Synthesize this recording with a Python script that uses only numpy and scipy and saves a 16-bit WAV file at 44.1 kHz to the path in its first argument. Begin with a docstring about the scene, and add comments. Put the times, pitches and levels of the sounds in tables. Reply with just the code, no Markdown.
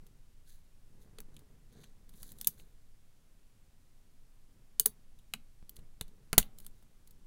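"""In a small quiet workshop, a steel hook pick works the pins of a brass cylinder lock in a bench vise, close by.
Pins snap and tick: each contact is a crack, a dense noise ring and decaying modes in six frequency registers.
The pick slides along the keyway and fingers rub the tools: coloured noise of tiny slips, swelling and dying away.
Jolts push, sway and ring the vise; the bench rumbles and the air hisses as coloured noise.
A decaying-noise response adds the room to the lock."""
import sys
import numpy as np
from scipy import signal
from scipy.fft import rfft, irfft
from scipy.io import wavfile

SR = 44100
rng = np.random.default_rng(int(sys.argv[2]) if len(sys.argv) > 2 else 0)


def persist_wave(psi):
    """Save psi, clipped to +-1, as 16-bit WAV."""
    counts = np.round(np.clip(psi, -1, 1) * 32767).astype(np.int16)
    wavfile.write(sys.argv[1], SR, np.atleast_2d(counts).T)


N = 320166
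TIME = np.arange(N) / SR  # s
CUTOFF_HZ = 16900

# modes of vise, lock and tools together, from low to high: [f/Hz, relative level/dB, t60/s]
LOCK_MODES = [(160, -1, .09), (216, 0, .1), (550, 0, .03), (745, -2, .035), (820, -4, .04),
              (1050, -2, .055), (1400, -3, .03), (1530, 2, .05), (2050, -5, .03), (2340, -6, .03),
              (2950, -7.5, .04), (3450, -2, .01), (3915, 3, .018), (4220, -2, .016), (4520, -1, .012),
              (5900, -7, .05), (6450, -2, .014), (7220, -5, .015), (7770, -3, .014), (8800, 0, .01),
              (9430, 0, .018), (10380, 0, .016), (10770, -5, .026), (11420, -3, .024), (12080, 0, .014),
              (12830, -1, .018), (13390, -2, .018), (13710, 1, .016), (14390, -1, .014), (14980, -4, .014)]
# edges of the six registers (thud, vise, brass, pin, steel, sparkle): [low f/Hz, high f/Hz]
REGISTER_EDGES = [(120, 250), (500, 2500), (3150, 4900), (6100, 9600), (9600, 12600), (12600, 16000)]
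# low jolts of the vise, from hard snaps and light finger bumps:
# [t/s, rise time of push/s, push peak level/dB, jaw knock level/dB]
VISE_JOLTS = [(1.1856, .0008, -61, -46.5), (2.4733, .0006, -45.5, -54), (4.7977, 0.00053, -61, -41),
              (4.8608, 0.00045, -46, -34.5), (5.337, 0.0018, -52, -54.5), (5.627, 0.0023, -45, -72.5),
              (5.789, .0027, -46, -69), (6.0127, 0.0014, -31.5, -50), (6.33, .00065, -28, -39.5),
              (6.3794, 0.00051, -14.5, -32)]


def from_db(db):
    """Level to amplitude: 20 dB is a factor of ten."""
    return 10 ** (np.asarray(db) / 20)


def unit_energy(x):
    """Energy normalisation: the squares sum to one."""
    return x / np.sqrt(np.sum(x ** 2) + 1e-20)


def at_hz(points, hz):
    """Linear interpolation of a table on a log-frequency axis."""
    f, value = np.transpose(points)
    return np.interp(np.log(np.maximum(hz, 1)), np.log(f), value)


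def band(x, low_hz, high_hz):
    """Causal band-pass filtering: no output precedes its input."""
    sos = signal.butter(3, [low_hz, min(high_hz, .45 * SR)], "band", fs=SR, output="sos")
    return signal.sosfilt(sos, x)


def fade(t, t60):
    """Exponential free decay: 60 dB down after t60."""
    return np.exp(-np.log(1000) * t / t60)


def coloured(x, spectrum):
    """Spectral shaping: a steady noise takes the table's spectrum, nothing beyond its ends, at rms 1."""
    hz = np.fft.rfftfreq(N, 1 / SR)
    inside = (hz >= spectrum[0][0]) & (hz <= spectrum[-1][0])
    shaped = irfft(rfft(x) * from_db(at_hz(spectrum, hz)) * inside, N)
    return unit_energy(shaped) * np.sqrt(N)


def friction(per_s, spread_db):
    """Stick-slip friction: tiny slips at random moments, of uneven size."""
    sizes = from_db(spread_db * np.minimum(rng.exponential(1, N), 4))
    slips = rng.random(N) < per_s / SR
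    return slips * sizes * rng.standard_normal(N)


def swell(peak_s, rise_s, fall_s, depth_db):
    """Amplitude envelope of a movement: it gathers speed, peaks and dies away."""
    away = np.maximum((peak_s - TIME) / rise_s, (TIME - peak_s) / fall_s)
    return from_db(-depth_db * np.abs(away) ** 1.5)


def ringing(modes, t):
    """Modal superposition: decaying sines struck together, with alternating sign."""
    out = np.zeros(len(t))
    for k, (hz, db, t60) in enumerate(modes):
        out += (-1) ** k * from_db(db) * np.sin(2 * np.pi * hz * t) * fade(t, t60)
    return out


def still_air():
    """Stationary broadband noise: the still air of the workshop."""
    # spectrum of the air: [f/Hz, relative spectral density level/dB]
    air_spectrum = [(60, -2.5), (120, -0.5), (180, -7), (245, -8.5), (330, -14), (600, -19), (1200, -23),
                    (5000, -26.5), (10000, -27), (15800, -32.5)]
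    return from_db(-70) * coloured(rng.standard_normal(N), air_spectrum)


def bench():
    """Forced low-frequency vibration: hand tremor makes the bench rumble, and each jolt shakes it briefly."""
    # spectrum of the rumble: [f/Hz, relative spectral density level/dB]
    rumble_spectrum = [(9, 4), (16, -2), (24, -11), (35, -16.5), (52, -23), (80, -30.5), (105, -31),
                       (160, -43.5)]
    tremor_db = -52.5
    # the hands hold still to feel a pin
    still_from_s, still_to_s, still_drop_db, settle_s = 2.7, 5.2, 4.5, .3
    shake_db, shake_t60_s = -9.5, 0.17  # shake level is re the push
    still = np.clip(np.minimum(TIME - still_from_s, still_to_s - TIME) / settle_s, 0, 1)
    level = from_db(tremor_db - still_drop_db * still)
    for s, _, push_db, _ in VISE_JOLTS:
        decay = (TIME > s) * fade(np.abs(TIME - s), shake_t60_s)
        level = level + from_db(push_db + shake_db) * decay
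    return level * coloured(rng.standard_normal(N), rumble_spectrum)


def fingers():
    """Skin friction: creeping on the handles gives a dull, grainy rub that follows each movement."""
    # fingers shift on the tools: [t of firmest grip/s, rise/s, fall/s, peak level/dB]
    grip_shifts = [(.03, .04, 0.14, -69), (1.02, .14, 0.23, -65), (1.33, 0.22, 0.32, -64),
                   (1.78, 0.066, 0.093, -59.5), (2.35, 0.38, 0.22, -64.5), (2.581, 0.054, 0.14, -66),
                   (4.549, 0.082, .2, -70.5), (4.929, .1, 0.17, -71.5), (5.8, 0.078, 0.069, -63.5),
                   (6.17, .2, 0.2, -66.5), (6.581, 0.14, 0.25, -67), (7.149, 0.17, 0.29, -72)]
    # spectrum of the rub: [f/Hz, relative spectral density level/dB]
    rub_spectrum = [(41, -26), (70, -3), (171, -3), (368, -14), (419, -10.5), (646, -23.5), (1020, -26),
                    (1330, -28.5), (2200, -32), (2860, -60), (4840, -120)]
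    rub = coloured(friction(per_s=1200, spread_db=0.5), rub_spectrum)
    level = np.zeros(N)
    for s, rise_s, fall_s, db in grip_shifts:
        # 11 dB weaker at the ends of its rise and fall
        level += from_db(db) * swell(s, rise_s, fall_s, depth_db=11)
    return rub * level


def jolts(sway_hz, sway_t60):
    """Impulse response of the vise: a one-sided push sways and booms it in proportion, and the jaws knock."""
    # the hollow knock of the vise jaws: [f/Hz, relative level/dB, t60/s]
    jaw_modes = [(432.7, -1.5, 0.068), (540, -4.5, 0.018)]
    sway_db, boom_db = -17, -19  # re the push
    out = np.zeros(N + SR)
    t = np.arange(SR) / SR
    sway = from_db(sway_db) * np.sin(2 * np.pi * sway_hz * t) * fade(t, sway_t60)
    boom = from_db(boom_db) * ringing(LOCK_MODES[:2], t)  # the two lowest modes
    knock = ringing(jaw_modes, t)
    for s, push_s, push_db, knock_db in VISE_JOLTS:
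        push = t / push_s * np.exp(1 - t / push_s)  # peaks at 1 after push_s
        start = round(s * SR)
        out[start:start + SR] += from_db(push_db) * (push + sway + boom) + from_db(knock_db) * knock
    return out[:N]


def sliding_pick():
    """Stick-slip of steel on brass: a low rasp from the lock, a bright hiss from the blade."""
    # strokes along the keyway: [t of fastest motion/s, rise/s, fall/s, brass rasp level/dB, steel hiss level/dB]
    strokes = [(.492, 0.036, 0.097, -69.5, -66.5), (1.025, 0.031, 0.033, -73, -71.5),
               (1.73, 0.0073, 0.017, -73, -74), (1.82, .11, 0.086, -69, -75.5),
               (2.19, 0.084, 0.085, -73, -65.5), (2.288, 0.065, 0.051, -67, -60.5),
               (2.42, 0.075, 0.26, -71.5, -66), (2.595, 0.019, 0.039, -70, -69.5),
               (6.61, 0.052, 0.11, -78, -72), (6.782, 0.088, 0.068, -83.5, -82)]
    # spectra of rasp and hiss: [f/Hz, relative spectral density level/dB]
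    rasp_spectrum = [(1500, 0), (2700, -20), (3400, -2.5), (3950, 1.5), (4600, -2.5), (5300, -18),
                     (6300, -0.5), (7300, -11.5), (9000, -10)]
    hiss_spectrum = [(2940, -41), (5000, -7.5), (5650, -7.5), (7340, 0), (8330, -4), (10200, 3),
                     (16000, -3)]
    rasp = coloured(friction(per_s=1500, spread_db=-0.5), rasp_spectrum)
    hiss = coloured(friction(per_s=17000, spread_db=4.5), hiss_spectrum)
    out = np.zeros(N)
    for s, rise_s, fall_s, rasp_db, hiss_db in strokes:
        # 18 dB weaker at the ends of its rise and fall
        motion = swell(s, rise_s, fall_s, depth_db=18)
        out += motion * (from_db(rasp_db) * rasp + from_db(hiss_db) * hiss)
    # the tip catches and frees itself on the wards: the level wavers at random
    catches = np.arange(0, TIME[-1], .006)
    waver_db = 2.0 * np.interp(TIME, catches, rng.standard_normal(len(catches)))
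    return out * from_db(waver_db)


def register_levels(strength_db, brightness_db, body_db):
    """Energy sharing: brightness tilts the small metal parts; the vise takes its share and thuds the bench."""
    # brass, pin, steel and sparkle registers: [level re strength/dB, tilt/(dB per dB of brightness)]
    click_colour = [(-2, -1.0), (-.5, 0), (3, .5), (-1.5, 1.18)]
    # at the knee the bench thuds as loudly as the vise rings; growth is in dB per dB
    thud_knee_db, thud_growth = -57.5, .55
    offset_db, tilt = np.transpose(click_colour)
    vise_db = strength_db + body_db
    thud_db = thud_knee_db + thud_growth * (vise_db - thud_knee_db)
    small_parts_db = strength_db + offset_db + tilt * brightness_db
    return [thud_db, vise_db, *small_parts_db]


def register_edges(brightness_db):
    """Spectral shift: a dull click's crack and dense ring lie lower in the brass; other registers stay put."""
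    thud, vise, brass, *small_parts = REGISTER_EDGES
    octaves = 0.07 * min(brightness_db, 0)
    return [thud, vise, np.multiply(brass, 2 ** octaves), *small_parts]


def snap(levels_db, edges, contact_s, chatter_db, spread_db):
    """Impact excitation: one contact gives a crack, a dense metallic ring and modes of scattered strength."""
    # the six registers, from thud to sparkle: [dense ring t60/s, dense ring level re crack/dB, modes level re crack/dB]
    registers = [(0.26, -3, 6), (.035, 0, -5.5), (0.015, -8.5, -4.5), (.014, 4.5, -4), (0.01057, 1, -6.5),
                 (0.036, -2, -8)]
    energy_s = .01  # register levels are rms over this time
    t = np.arange(int(SR / 5)) / SR
    hz, mode_db, t60 = np.transpose(LOCK_MODES)
    strength = from_db(mode_db + spread_db * rng.standard_normal(len(hz))) * (-1) ** np.arange(len(hz))
    amplitude = strength / np.sqrt(t60)  # long and short modes get comparable energy
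    modes = amplitude[:, None] * np.sin(2 * np.pi * hz[:, None] * t) * fade(t, t60[:, None])
    register_of_mode = np.searchsorted([high for low, high in REGISTER_EDGES], hz)
    # the pin chatters as it breaks loose, too fast for the heavy vise to follow
    grating = rng.standard_normal(len(t)) * np.sqrt(t) * np.exp(-t / contact_s)
    chatter = band(grating, 3200, CUTOFF_HZ)
    contact = (t == 0) + from_db(chatter_db) * unit_energy(chatter)
    out = np.zeros(len(t))
    for k, (ring_t60, ring_db, modes_db) in enumerate(registers):
        crack = unit_energy(band(contact, *edges[k]))
        dense = unit_energy(band(rng.standard_normal(len(t)) * fade(t, ring_t60), *edges[k]))
        tones = unit_energy(modes[register_of_mode == k].sum(axis=0))
        blend = crack + from_db(ring_db) * dense + from_db(modes_db) * tones
        out += from_db(levels_db[k]) * unit_energy(blend)
    return out * np.sqrt(energy_s * SR)


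def pins(drag_per_db, hard_db):
    """Contact duration against force: hard snaps break loose at once, lighter ticks drag on longer."""
    # pin and pick clicks: [t/s, strength level/dB, brightness/dB, body level re strength/dB]
    # body is how much of the blow reaches the vise
    clicks = [(0.0665, -71.5, 0, -7), (1.1853, -59.5, -5.5, -1.5), (1.2032, -58.5, 3, -5),
              (1.3427, -76.5, -2, -6), (1.3658, -65, -6, -22.5), (1.392, -71, -1, -8),
              (1.8363, -74.5, -8, 7.5), (1.8406, -68.5, -6, -6), (2.0925, -68, 0.5, -7),
              (2.1382, -73, -3, -3), (2.2304, -55, 1, -8), (2.3186, -61.5, 4, -11), (2.386, -65, 1, -19),
              (2.401, -70, 0, -11), (2.4125, -48, 2, -14), (2.4458, -50.5, -3, -17.5),
              (2.4713, -38, 7.5, -19.5), (2.473, -33, 7, -28), (2.4787, -52, 6, -5.5),
              (2.5982, -72.5, -10.5, 0), (4.7973, -28.5, 3.5, -21.5), (4.8569, -47.5, 8, -21),
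              (4.8595, -29.5, 5.5, -14), (5.1887, -74, -4, -13), (5.3372, -42.5, -8.5, -2.5),
              (5.694, -55, 3.5, -23), (5.759, -73, 4, -18), (5.766, -61.5, -2.5, -16),
              (5.791, -74.5, -4, -3), (6.011, -44, -4, -7), (6.0803, -73.5, -3.5, -9), (6.33, -40, -2, 4),
              (6.38, -21.5, 4, -6.5), (6.3835, -25.5, -2, -14), (6.386, -35.5, 4.5, -4.5), (6.4, -53, 3, 2),
              (6.428, -56, -9, -11), (6.586, -61, 1, -15), (6.601, -64.5, 3, -8), (6.647, -69, 1, -6.5),
              (6.6649, -56.5, 3, -12.5), (6.8254, -78, 2, 3.5), (7.074, -69, 1.5, -13.5),
              (7.1087, -69.5, 2.5, -20)]
    shortest_contact_s = .00013
    out = np.zeros(N + SR)
    for s, strength_db, brightness_db, body_db in clicks:
        levels_db = register_levels(strength_db, brightness_db, body_db)
        softness_db = max(hard_db - max(levels_db), 0)
        contact_s = shortest_contact_s * from_db(drag_per_db * softness_db)
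        edges = register_edges(brightness_db)
        sound = snap(levels_db, edges, contact_s, chatter_db=5.0, spread_db=3.5)
        start = round(s * SR)
        out[start:start + len(sound)] += sound
    return out[:N]


def workshop(x, near_db, near_t60, near_delay_s, tail_db):
    """Reverberation by convolution: hands and bench scatter the sound; the walls add a short diffuse tail."""
    # colour of the tail: [f/Hz, relative level/dB]
    room_colour = [(100, -0.5), (500, -8), (2000, -7), (5000, -4.5), (8000, 4.5), (11000, -2), (15500, -4)]
    # decay of the tail: [f/Hz, t60/s]
    room_t60 = [(200, 0.47), (3000, 0.19), (10000, 0.059), (16000, .18)]
    t = np.arange(SR // 2) / SR
    edges = np.geomspace(60, 16000, 13)  # Hz
    tail = np.zeros(len(t))
    for low, high in zip(edges, edges[1:]):
        hz = np.sqrt(low * high)
        noise = band(rng.standard_normal(len(t)), low, high)
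        tail += noise * from_db(at_hz(room_colour, hz)) * fade(t, at_hz(room_t60, hz))
    tail *= np.clip(t / 0.0051, 0, 1)  # builds up over 5.1 ms
    near = rng.standard_normal(len(t)) * fade(t, near_t60) * (t > near_delay_s)
    response = from_db(near_db) * unit_energy(near) + from_db(tail_db) * unit_energy(tail)
    return signal.fftconvolve(x, response)[:N]


def scene():
    """Linear superposition: the lock and its room sound, over the noises of vise, hands, bench and air."""
    background = still_air() + bench() + fingers() + jolts(sway_hz=26, sway_t60=0.3)
    lock = sliding_pick() + pins(drag_per_db=0.72, hard_db=-27.5)
    room = workshop(lock, near_db=-24.5, near_t60=0.063, near_delay_s=0.01, tail_db=-21.0)
    return (background + lock + room)[None]


def record(dry):
    """Soft saturation and low-pass filtering: the hardest snaps are rounded off, and the top is cut."""
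    top = 1.15  # amplitude that the rounding never exceeds
    rounded = top * np.tanh(dry / top)
    low_pass = signal.cheby2(16, 70, CUTOFF_HZ + 500, fs=SR, output="sos")
    return signal.sosfilt(low_pass, rounded)


dry = scene()
out = record(dry)
persist_wave(out)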